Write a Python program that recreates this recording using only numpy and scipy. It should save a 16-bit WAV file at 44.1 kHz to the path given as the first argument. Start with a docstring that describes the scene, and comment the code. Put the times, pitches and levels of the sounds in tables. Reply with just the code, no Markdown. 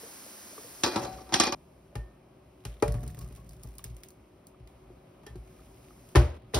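"""A steel colander of steaming potatoes knocks and settles on its pot, close to a pair of microphone ports.
Potatoes tumble into a mixer's steel bowl on a stone counter with wet ticks; the whisk sinks in, the mixer
head drops shut and its switch clicks. Blows ring the steel's resonances and set off bursts of banded noise;
wet ticks, steam hiss and the kitchen's room tone are shaped noise; noise-fed counter modes rumble, swelling
under the knocks and the rolling potatoes. The background steps between four stretches; some ringing stops dead."""
import sys
import numpy as np
from scipy import signal
from scipy.fft import rfft, irfft, next_fast_len
from scipy.io import wavfile
from scipy.ndimage import uniform_filter1d

SR = 44100
rng = np.random.default_rng(int(sys.argv[2]) if len(sys.argv) > 2 else 0)


def store_wav(level_fs):
    """Save 16-bit WAV to argv[1]."""
    pcm = np.round(np.clip(np.atleast_2d(level_fs), -1, 1) * 32767)
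    wavfile.write(sys.argv[1], SR, pcm.T.astype(np.int16))


N = 290619
T = np.arange(N) / SR   # seconds

COLANDER_CUT_S, HEAD_CUT_S, SWITCH_S = 1.548, 6.376, 6.53
# Resonances of the counter (first three rows) and the steel bowl.
# Each row: pitch in Hz, relative level in dB, time to fall 60 dB when struck in seconds.
BOWL_MODES = [(54, 1, 0.24), (117, -2.5, 0.16), (149.5, -10.5, 0.15), (425, -4, 0.09), (447, -17, .3),
              (586, -18, 0.55), (662, -29, 0.4), (720, -35, 1.2), (830, -11, 0.11), (958, -31, .35),
              (1120, -39, 0.7), (1200, -13, 0.078), (1870, -19, 0.06), (2400, -11, 0.11), (2800, -11, .07)]


def amp(db):
    """Decibels to a linear factor."""
    return 10 ** (np.asarray(db) / 20)


def rms_one(x):
    """Scale a signal to an RMS of 1."""
    return x / np.sqrt(np.mean(x ** 2) + 1e-20)


def at_hz(points, hz):
    """Read a curve at one pitch, straight between its points on a log pitch scale."""
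    points = np.array(points)
    return np.interp(np.log(hz), np.log(points[:, 0]), points[:, 1])


def drift(rate_hz):
    """Slow chance of spread 1: noise through two equal low-pass poles, drawn every 40 samples."""
    pole = np.exp(-80 * np.pi * rate_hz / SR)
    chance = rng.standard_normal(N // 40 + 2002)
    slow = signal.lfilter([1], [1, -2 * pole, pole * pole], chance)[2000:]
    return np.interp(np.arange(N) / 40, np.arange(len(slow)), rms_one(slow))


def spread(pair, hz):
    """Shared and opposed parts to left and right, as alike as the ports are at this pitch."""
    # Likeness of the two ports. Each row: pitch in Hz, left-right likeness (1 is identical).
    likeness = [(60, 1), (260, 0.97), (440, 0.71), (620, 0.15), (1200, 0.55), (2000, 0.81), (3000, 0.053),
                (4200, 0.16), (5500, 1), (6500, 0.95), (16000, 0.76)]
    alike = np.clip(at_hz(likeness, hz), -1, 1)
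    shared = np.sqrt(1 + alike) * pair[0]
    opposed = np.sqrt(1 - alike) * pair[1]
    return shared + opposed * [[1], [-1]]


def ring(x, hz, t60):
    """A resonance: a unit click sets a sine of height 1 ringing, down 60 dB after t60 seconds."""
    pole, turn = amp(-60 / (t60 * SR)), 2 * np.pi * hz / SR
    return signal.lfilter([0, np.sin(turn)], [1, -2 * pole * np.cos(turn), pole * pole], x + 1e-18)


def noise_bands():
    """Third-octave bands of stereo noise, equal level per Hz, as (Hz, sound)."""
    edges = 32 * 2 ** (np.arange(28) / 3)
    white = rng.standard_normal((2, 2, N))   # neighbouring bands take turns between two noises
    for k, (low, high) in enumerate(zip(edges, edges[1:])):
        sos = signal.butter(2, [low, high], "band", fs=SR, output="sos")
        middle_hz = np.sqrt(low * high)
        yield middle_hz, spread(signal.sosfilt(sos, white[k % 2]), middle_hz)


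def strength(events, hz):
    """Click train of the blows at one pitch: bass, middle and treble force joined on a log scale."""
    rows, clicks = np.array(events), np.zeros(N)
    bass = rows[:, 3] if rows.shape[1] > 3 else rows[:, 1]
    low = np.interp(np.log(hz), np.log([160, 260]), [1, 0])
    high = np.interp(np.log(hz), np.log([1000, 3200]), [0, 1])
    force_db = low * bass + (1 - low - high) * rows[:, 1] + high * rows[:, 2]
    clicks[np.round(rows[:, 0] * SR).astype(int)] = amp(force_db)
    return clicks


def dying(clicks, t60, rise_s):
    """Level that swells for a moment after each click and dies away."""
    rise = np.exp(-1 / (max(rise_s, 1e-4) * SR))
    fall = amp(-60 / (max(t60, .005) * SR))
    return signal.lfilter([1 - rise], np.convolve([1, -rise], [1, -fall]), clicks + 1e-18)


def scatter(spells, per_s, uneven_db):
    """Small events at random moments of each spell, uneven in strength, fading as it goes on."""
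    rows = []
    for start, length, fade_db, *db in spells:
        for u, v in rng.random((200, 2))[:int(per_s * length)]:
            change_db = -fade_db * u - uneven_db * np.log(1 - 0.9 * v)
            rows.append((start + length * u, *np.add(db, change_db)))
    return rows


def struck(events, modes, contact_s, ring_db, waver_db, until_s):
    """A blow pushes the heavy counter once and chatters on the steel; loose contact makes the ringing waver."""
    push_s = .004    # how long a blow leans on the counter
    chatter_share = .35   # loose chatter in a blow on steel, the rest one clean contact
    out = np.zeros((2, N))
    span = slice(round(min(events)[0] * SR) - 100, round(until_s * SR))
    for hz, db, t60 in modes:
        force = np.tile(strength(events, hz)[span], (2, 1))
        if hz > 200:   # steel
            chance = rng.standard_normal(force.shape)
            chatter = dying(force, contact_s, rise_s=0.0012) * chance * np.sqrt(14 / (contact_s * SR))
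            sides = [[1], [.4 * rng.choice([-1, 1])]]   # shared and opposed parts
            contact = uniform_filter1d(force * sides, size=round(SR / hz / 3))
            force = chatter_share * chatter + np.sqrt(1 - chatter_share ** 2) * contact
            db = db + ring_db + waver_db * np.tanh(drift(30)[span])
        else:
            force = uniform_filter1d(force, size=round(push_s * SR))
        out[:, span] += amp(db) * spread(ring(force, hz, t60), hz)
    return out


def wash(events, spectrum, hz, crack_s, tail_s, tail_db):
    """Level of a body's countless small modes in one band: a crack, then a swelling tail; faster in the treble."""
    # crack_s and tail_s are 60 dB falls at 1 kHz
    clicks = strength(events, hz) * amp(at_hz(spectrum, hz)) * np.sqrt(SR / 2 / hz)
    crack = dying(clicks, crack_s * (1000 / hz) ** .3, rise_s=.001 * (1000 / hz) ** .5)
    tail = dying(clicks, tail_s * (1000 / hz) ** 0.18, rise_s=0.0045)
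    return crack + amp(tail_db) * tail


def colander():
    """Steel colander on the pot rim: knocks and rattles ring its modes; returns ringing and wash level by band."""
    # Knocks on the rim. Each row: time in seconds, middle and treble force in dB.
    knocks = [(0.835, -17.5, -17), (0.861, -19.5, -35), (0.877, -30.5, -41.5), (0.959, -16, -30),
              (1.049, -30, -48.5), (1.292, -37.5, -50.5), (1.323, -22.5, -36), (1.332, -23, -30),
              (1.340, -18.5, -18), (1.399, -13, -14.5), (1.436, -24.5, -27), (1.469, -21.5, -36),
              (1.523, -21, -29)]
    # Rattling on after knocks. Each row: start and length in seconds, fade over the spell in dB,
    # middle and treble force in dB before fade and unevenness.
    rattles = [(0.84, 0.15, 11.5, -34.5, -46.5), (0.965, 0.31, 25, -38, -51.5),
               (1.324, 0.085, 6, -42.5, -41.5), (1.405, 0.089, 16, -28.5, -33.5)]
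    # Resonances. Each row: pitch in Hz, relative level in dB, time to fall 60 dB in seconds.
    modes = [(330, -3, .14), (364, -4, .22), (565, -13, .5), (754, -13, .9), (788, -6, .18), (864, -3, .16),
             (955, -8, .15), (1055, -12, .2), (1164, -5, .2), (1320, -12, .25), (1655, -20, .45),
             (1930, -20, .35), (2435, -13, .6), (2650, -15, .3), (3255, -15, .6), (3366, -13, .25),
             (3455, -15, .3), (3682, -19, .4), (3820, -14, .3), (3967, -9, .12), (4066, -12, .45),
             (4097, -13, .3), (4200, -12, .27), (4544, -19, .5), (4700, -11, .3), (4802, -13, .2),
             (5092, -15, .3), (5285, -9, .25), (5345, -8, .18), (5460, -14, .25), (5636, -13, .3),
             (5905, -11, .18)]
    # Colour of the small modes. Each row: pitch in Hz, relative level in dB.
    colour = [(150, -19), (350, -20.5), (900, -17.5), (2000, -12), (3000, -10), (5000, -2), (8000, -9),
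              (15000, -21)]
    events = knocks + scatter(rattles, per_s=130, uneven_db=2.5)

    def wash_level(hz):
        level = wash(events, colour, hz, crack_s=0.058, tail_s=0.21, tail_db=-17.0)
        rattling = amp(3.4 * drift(50))
        return (T < COLANDER_CUT_S) * level * rattling

    ringing = struck(events, modes, contact_s=0.031, ring_db=-11.0, waver_db=5.5, until_s=COLANDER_CUT_S)
    return ringing, wash_level


def potatoes_in_bowl():
    """Potatoes and whisk thud on bowl and counter; returns the ringing and the wash level by band."""
    # Separate thuds. Each row: time in seconds, middle, treble and bass force in dB.
    thuds = [(1.954, -31, -45.5, -25), (2.651, -34, -41.5, -29), (2.824, -10, -34.5, -24.5),
             (2.879, -44, -46.5, -20.5), (3.032, -42.5, -72, -33), (3.21, -50, -60, -31),
             (3.643, -46.5, -91, -33), (3.847, -50, -56, -34.5), (3.898, -87, -67, -34),
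             (4.599, -76, -80, -40), (5.233, -52.5, -73, -54), (5.265, -43, -51.5, -47),
             (5.299, -68, -79, -38), (5.356, -56, -63.5, -34.5)]
    # The heap tumbling in with many more thuds. Each row: start and length in seconds, fade over the spell
    # in dB, middle, treble and bass force in dB before fade and unevenness.
    tumble = [(2.86, 0.76, 33, -47.5, -68, -35.5)]
    # Colour of the bowl's small modes. Each row: pitch in Hz, relative level in dB.
    colour = [(150, -6.5), (400, -19.5), (1000, -15.5), (2500, -4), (5000, -1), (9000, 2.5), (15000, -4)]
    events = thuds + scatter(tumble, per_s=24, uneven_db=7.5)

    def wash_level(hz):
        return wash(events, colour, hz, crack_s=0.04, tail_s=0.24, tail_db=-15)

    ringing = struck(events, BOWL_MODES, contact_s=0.018, ring_db=-2.0, waver_db=2.5, until_s=HEAD_CUT_S)
    return ringing, wash_level


def wet_ticks():
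    """Potatoes part, land and slide with wet ticks; returns their fluttering noise level by band."""
    # Separate ticks. Each row: time in seconds, treble and middle force in dB.
    single = [(2.9213, -37.5, -61), (3.0769, -41, -45), (3.146, -45, -38), (3.1888, -34.5, -44),
              (3.2144, -45, -61), (3.4915, -41, -74), (3.2445, -62, -58), (3.6332, -36.5, -63),
              (3.7529, -48, -67), (3.7826, -33.5, -44), (3.7924, -58, -31), (3.8408, -28, -26.5),
              (3.966, -43, -44), (4.034, -36, -26), (4.0852, -41.5, -72), (4.104, -46, -64),
              (4.4687, -40, -65.5), (4.6738, -51, -39.5), (6.0886, -51, -43)]
    # Crackle of sliding potatoes and the whisk pressing in. Each row: start and length in seconds,
    # fade over the spell in dB, treble and middle force in dB before fade and unevenness.
    crackle = [(2.6, 0.35, 6, -67, -52), (5.45, 1.1, 0, -73.5, -61.5), (2.88, 1.25, 1.5, -63, -59)]
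    # Colour of a tick. Each row: pitch in Hz, relative level in dB.
    colour = [(700, -52), (1800, -13), (3000, -11), (5500, -6), (9000, -2), (12000, -7.5), (16000, 1)]
    rows = np.array(single + scatter(crackle, per_s=60, uneven_db=7.0))

    def tick_level(column):
        clicks = np.zeros(N)
        clicks[np.round(rows[:, 0] * SR).astype(int)] = amp(rows[:, column])
        room_tail = amp(-19.5) * dying(clicks, 0.099, rise_s=0.0065)
        return dying(clicks, 0.014, rise_s=0.00063) + room_tail

    bright, dull = tick_level(column=1), tick_level(column=2)

    def level_at(hz):
        flutter_db = 2.6 * drift(78)
        return (bright if hz > 4000 else dull) * amp(at_hz(colour, hz) + flutter_db)

    return level_at


def taps():
    """Steel touches the bowl, first the colander, then the whisk, and wavering pitches ring."""
    # Touches. Each row: time in seconds, middle and treble force in dB.
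    touches = [(1.958, -53.5, -67.5), (5.264, -47.5, -52)]
    # The colander's own pitch, then the bowl rim's.
    # Each row: pitch in Hz, relative level in dB, time to fall 60 dB in seconds.
    modes = [(1812, -11, 0.5), (1790, -6, .15), (3270, -12, 0.1), (3960, -12, 0.07), (4830, -14, 0.06),
             (5600, -16, 0.08)]
    own = struck(touches[:1], modes[:1], contact_s=0.0076, ring_db=14.0, waver_db=4.5, until_s=HEAD_CUT_S)
    rim = struck(touches, modes[1:], contact_s=0.0071, ring_db=8.0, waver_db=7.0, until_s=HEAD_CUT_S)
    return own + rim


def slides():
    """Potatoes sliding down the wall keep one bowl pitch singing through long, chattering contact."""
    # Slides. Each row: time in seconds, middle and treble force in dB.
    moments = [(3.178, -54, -74), (3.375, -57.5, -77)]
    # The one pitch. Each row: pitch in Hz, relative level in dB, time to fall 60 dB in seconds.
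    mode = [(1108, 0, 0.16)]
    return struck(moments, mode, contact_s=0.5, ring_db=2.0, waver_db=7.0, until_s=HEAD_CUT_S)


def bumps():
    """Small dull knocks of handling and of potatoes on steel each ring a few cycles of one pitch."""
    # Each row: time in seconds, starting peak in dB, pitch in Hz.
    knocks = [(0.032, -39, 457), (0.067, -48, 483), (0.262, -46, 538), (0.529, -44.5, 626),
              (0.579, -37.5, 1170), (0.58, -40, 428), (0.644, -42.5, 483), (1.927, -48.5, 586),
              (2.921, -47, 1870), (2.984, -49, 1800), (3.098, -51, 1870), (3.147, -51, 1860),
              (3.214, -53, 2840), (3.263, -53, 1170), (3.793, -44.5, 1140), (4.5452, -52, 1210),
              (4.901, -44.5, 364), (5.353, -37, 366), (5.594, -50, 1250), (5.907, -49, 1230)]
    cycles = 31   # until a knock has died by 60 dB
    out = np.zeros((2, N))
    for s, db, hz in knocks:
        start = round(s * SR)
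        since = T[:N - start][:SR // 5]
        note = amp(db - 60 * since * hz / cycles) * np.sin(2 * np.pi * hz * since)
        out[:, start:start + len(since)] += note
    return out


def mixer_head():
    """The head drops shut and bounces, then the switch clicks, ringing its body; returns ringing and wash level."""
    # Shutting, bounces, switch. Each row: time in seconds, middle, treble and bass force in dB.
    slams = [(6.151, -13, -21.5, -12), (6.156, -11.5, -9, -6), (6.166, -41, -21, -14),
             (6.196, -25, -42, -17.5), (6.537, -18.5, -30.5, -41), (6.544, -96, -8, -20.5),
             (6.562, -21.5, -36, -35), (6.581, -34, -46, -25)]
    # Resonances. Each row: pitch in Hz, relative level in dB, time to fall 60 dB in seconds.
    modes = [(61, 0, .25), (78, -13, .4), (101, -17, .22), (119, -5, 0.26), (352, -8, 0.22), (385, -8, .1),
             (479, -15, .2), (594, -15, 0.4), (814, -12, 0.14), (1015, -13, 0.13), (1800, -14.5, 0.064)]
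    # Colour of the small modes. Each row: pitch in Hz, relative level in dB.
    colour = [(270, -23), (380, -13.5), (1000, -15.5), (2500, -17.5), (5000, -21.5), (9000, -23.5),
              (15000, -31.5)]
    shutting = [row for row in slams if row[0] < SWITCH_S]
    switch = slams[len(shutting):]

    def wash_level(hz):
        shut = wash(shutting, colour, hz, crack_s=0.072, tail_s=0.43, tail_db=-15.0)
        click = wash(switch, colour, hz, crack_s=0.098, tail_s=0.58, tail_db=-10.5)
        return (T < HEAD_CUT_S) * shut + click

    ringing = struck(shutting, modes, contact_s=0.0099, ring_db=-5.2, waver_db=4.0, until_s=HEAD_CUT_S)
    ringing += struck(switch, modes, contact_s=0.078, ring_db=-9.5, waver_db=9.0, until_s=N / SR)
    return ringing, wash_level


def per_stretch(column):
    """One column of the background table, held until the next stretch begins."""
    # Each row: start in seconds, room tone in relative dB, its change below 220 Hz in dB,
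    # counter rumble in dB.
    stretches = [(0, -32.5, -16.5, -91), (1.549, -36, 2, -62), (4.672, -34, -1.5, -55),
                 (6.377, -34.5, -12, -50.5)]
    rows = np.array(stretches)
    return rows[np.searchsorted(rows[:, 0], T, side="right") - 1, column]


def rumble():
    """Unevenly drifting noise keeps the three counter modes stirring; swells rise quickly and fade."""
    # Low rumble through the counter: two swells under the colander's knocks, then one as potatoes roll.
    # Each row: start in seconds, level before fading in dB, fade in dB per second.
    swells = [(0.55, -58, 7.5), (0.95, -38, 63.5), (2.84, -36, 23)]
    rise_s = 0.023
    stirring = rng.standard_normal((2, N)) * amp(1.8 * drift(38))
    low = sum(amp(db) * spread(ring(stirring, hz, 0.632 * t60), hz) for hz, db, t60 in BOWL_MODES[:3])
    level = amp(per_stretch(column=3))
    for s, db, fade_db in swells:
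        rise = np.clip((T - s) / rise_s, 0, 1)
        level = level + rise * amp(db - fade_db * np.maximum(T - s, 0))
    return rms_one(low) * level


def background():
    """Room tone stepping between stretches and a rising and falling hiss, steam at first; returns level by band."""
    # Colour of the room tone. Each row: pitch in Hz, relative level in dB per Hz.
    tone_colour = [(18, -35), (30, 1), (108, -13), (146, -11.5), (290, -10), (316, -16), (359, -19),
                   (506, -18), (563, -11.5), (811, -19.5), (1170, -22), (1640, -33), (2410, -28.5),
                   (5000, -42.5), (6500, -69), (11000, -120)]
    # Colour of the hiss. Each row: pitch in Hz, relative level in dB per Hz.
    hiss_colour = [(1000, 2), (2500, -3), (4000, -3.5), (5500, 2.5), (8000, -2), (9500, 3), (12000, 0),
                   (14000, -3.5), (16000, 5)]
    # Course of the hiss. Each row: time in seconds, relative level in dB.
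    hiss_course = [(0, -49.5), (0.85, -50.5), (1.1, -58.5), (1.546, -70), (1.55, -73), (2.3, -78.5),
                   (2.7, -75), (3.0, -70), (3.5, -73.5), (4.15, -76), (4.66, -79.5), (4.68, -75),
                   (5.3, -76.5), (5.5, -70), (6.12, -65), (6.37, -90), (6.59, -67.5)]
    room, bass = amp(per_stretch(column=1)), amp(per_stretch(column=2))
    hiss = amp(np.interp(T, *np.transpose(hiss_course)))

    def level_at(hz):
        tone = room * (bass if hz < 220 else 1) * amp(at_hz(tone_colour, hz) + 0.66 * drift(6.8))
        return np.hypot(tone, hiss * amp(at_hz(hiss_colour, hz)))

    return level_at


def hum():
    """A faint steady tone: noise in one narrow resonance."""
    # In order: pitch in Hz, width setting in Hz (ring time is 1.5 over it), RMS level in dB.
    hz, width, db = (373, 10, -64)
    return amp(db) * rms_one(ring(rng.standard_normal(N), hz, 1.5 / width))


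def scene():
    """Noisy layers share one filter bank; the ringing, rumble, hum and small knocks are added."""
    colander_ring, colander_wash = colander()
    bowl_ring, bowl_wash = potatoes_in_bowl()
    head_ring, head_wash = mixer_head()
    tick_level, background_level = wet_ticks(), background()
    out = 0
    for hz, noise in noise_bands():
        level = background_level(hz) + tick_level(hz)
        if hz > 220:
            level = level + colander_wash(hz) + bowl_wash(hz) + head_wash(hz)
        out = out + level * noise
    out += colander_ring + bowl_ring + head_ring
    return out + taps() + slides() + bumps() + rumble() + hum()


def record(dry):
    """The ports differ in phase and level by pitch, the bass lags and is cut, the top is cut."""
    # The ports swing in and out of phase up the treble. Each row: pitch in Hz, half turns that left leads.
    port_lead = [(0, 0), (5400, .1), (6800, .97), (8000, 1.03), (9800, 1.97), (11300, 2.03), (12700, 2.97),
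                 (14400, 3.03), (16000, 4)]
    # Balance of the ports. Each row: pitch in Hz, left over right in dB.
    balance = [(60, 0.3), (300, 0.6), (700, 2.5), (3770, -1.5), (15000, 0)]
    bass_lag_turns = 0.74   # low pitches arrive this many cycles late
    bass_cut_hz, top_cut_hz = 56.8, 16700
    size = next_fast_len(N + 8192)
    hz = np.arange(size // 2 + 1) * SR / size + 1
    # half the difference goes to left, its inverse to right
    half = np.exp(.5j * np.pi * np.interp(hz, *np.transpose(port_lead))) * amp(at_hz(balance, hz) / 2)
    lag = np.exp(-2j * np.pi * bass_lag_turns * np.log(np.clip(hz / 1500, .02, 1)))
    ports = irfft(rfft(dry, size) * [half, 1 / half] * lag, size)[:, :N]
    ports = signal.sosfilt(signal.butter(6, bass_cut_hz, "high", fs=SR, output="sos"), ports)
    return signal.sosfilt(signal.cheby2(12, 70, top_cut_hz, fs=SR, output="sos"), ports)


dry = scene()
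out = record(dry)
store_wav(out)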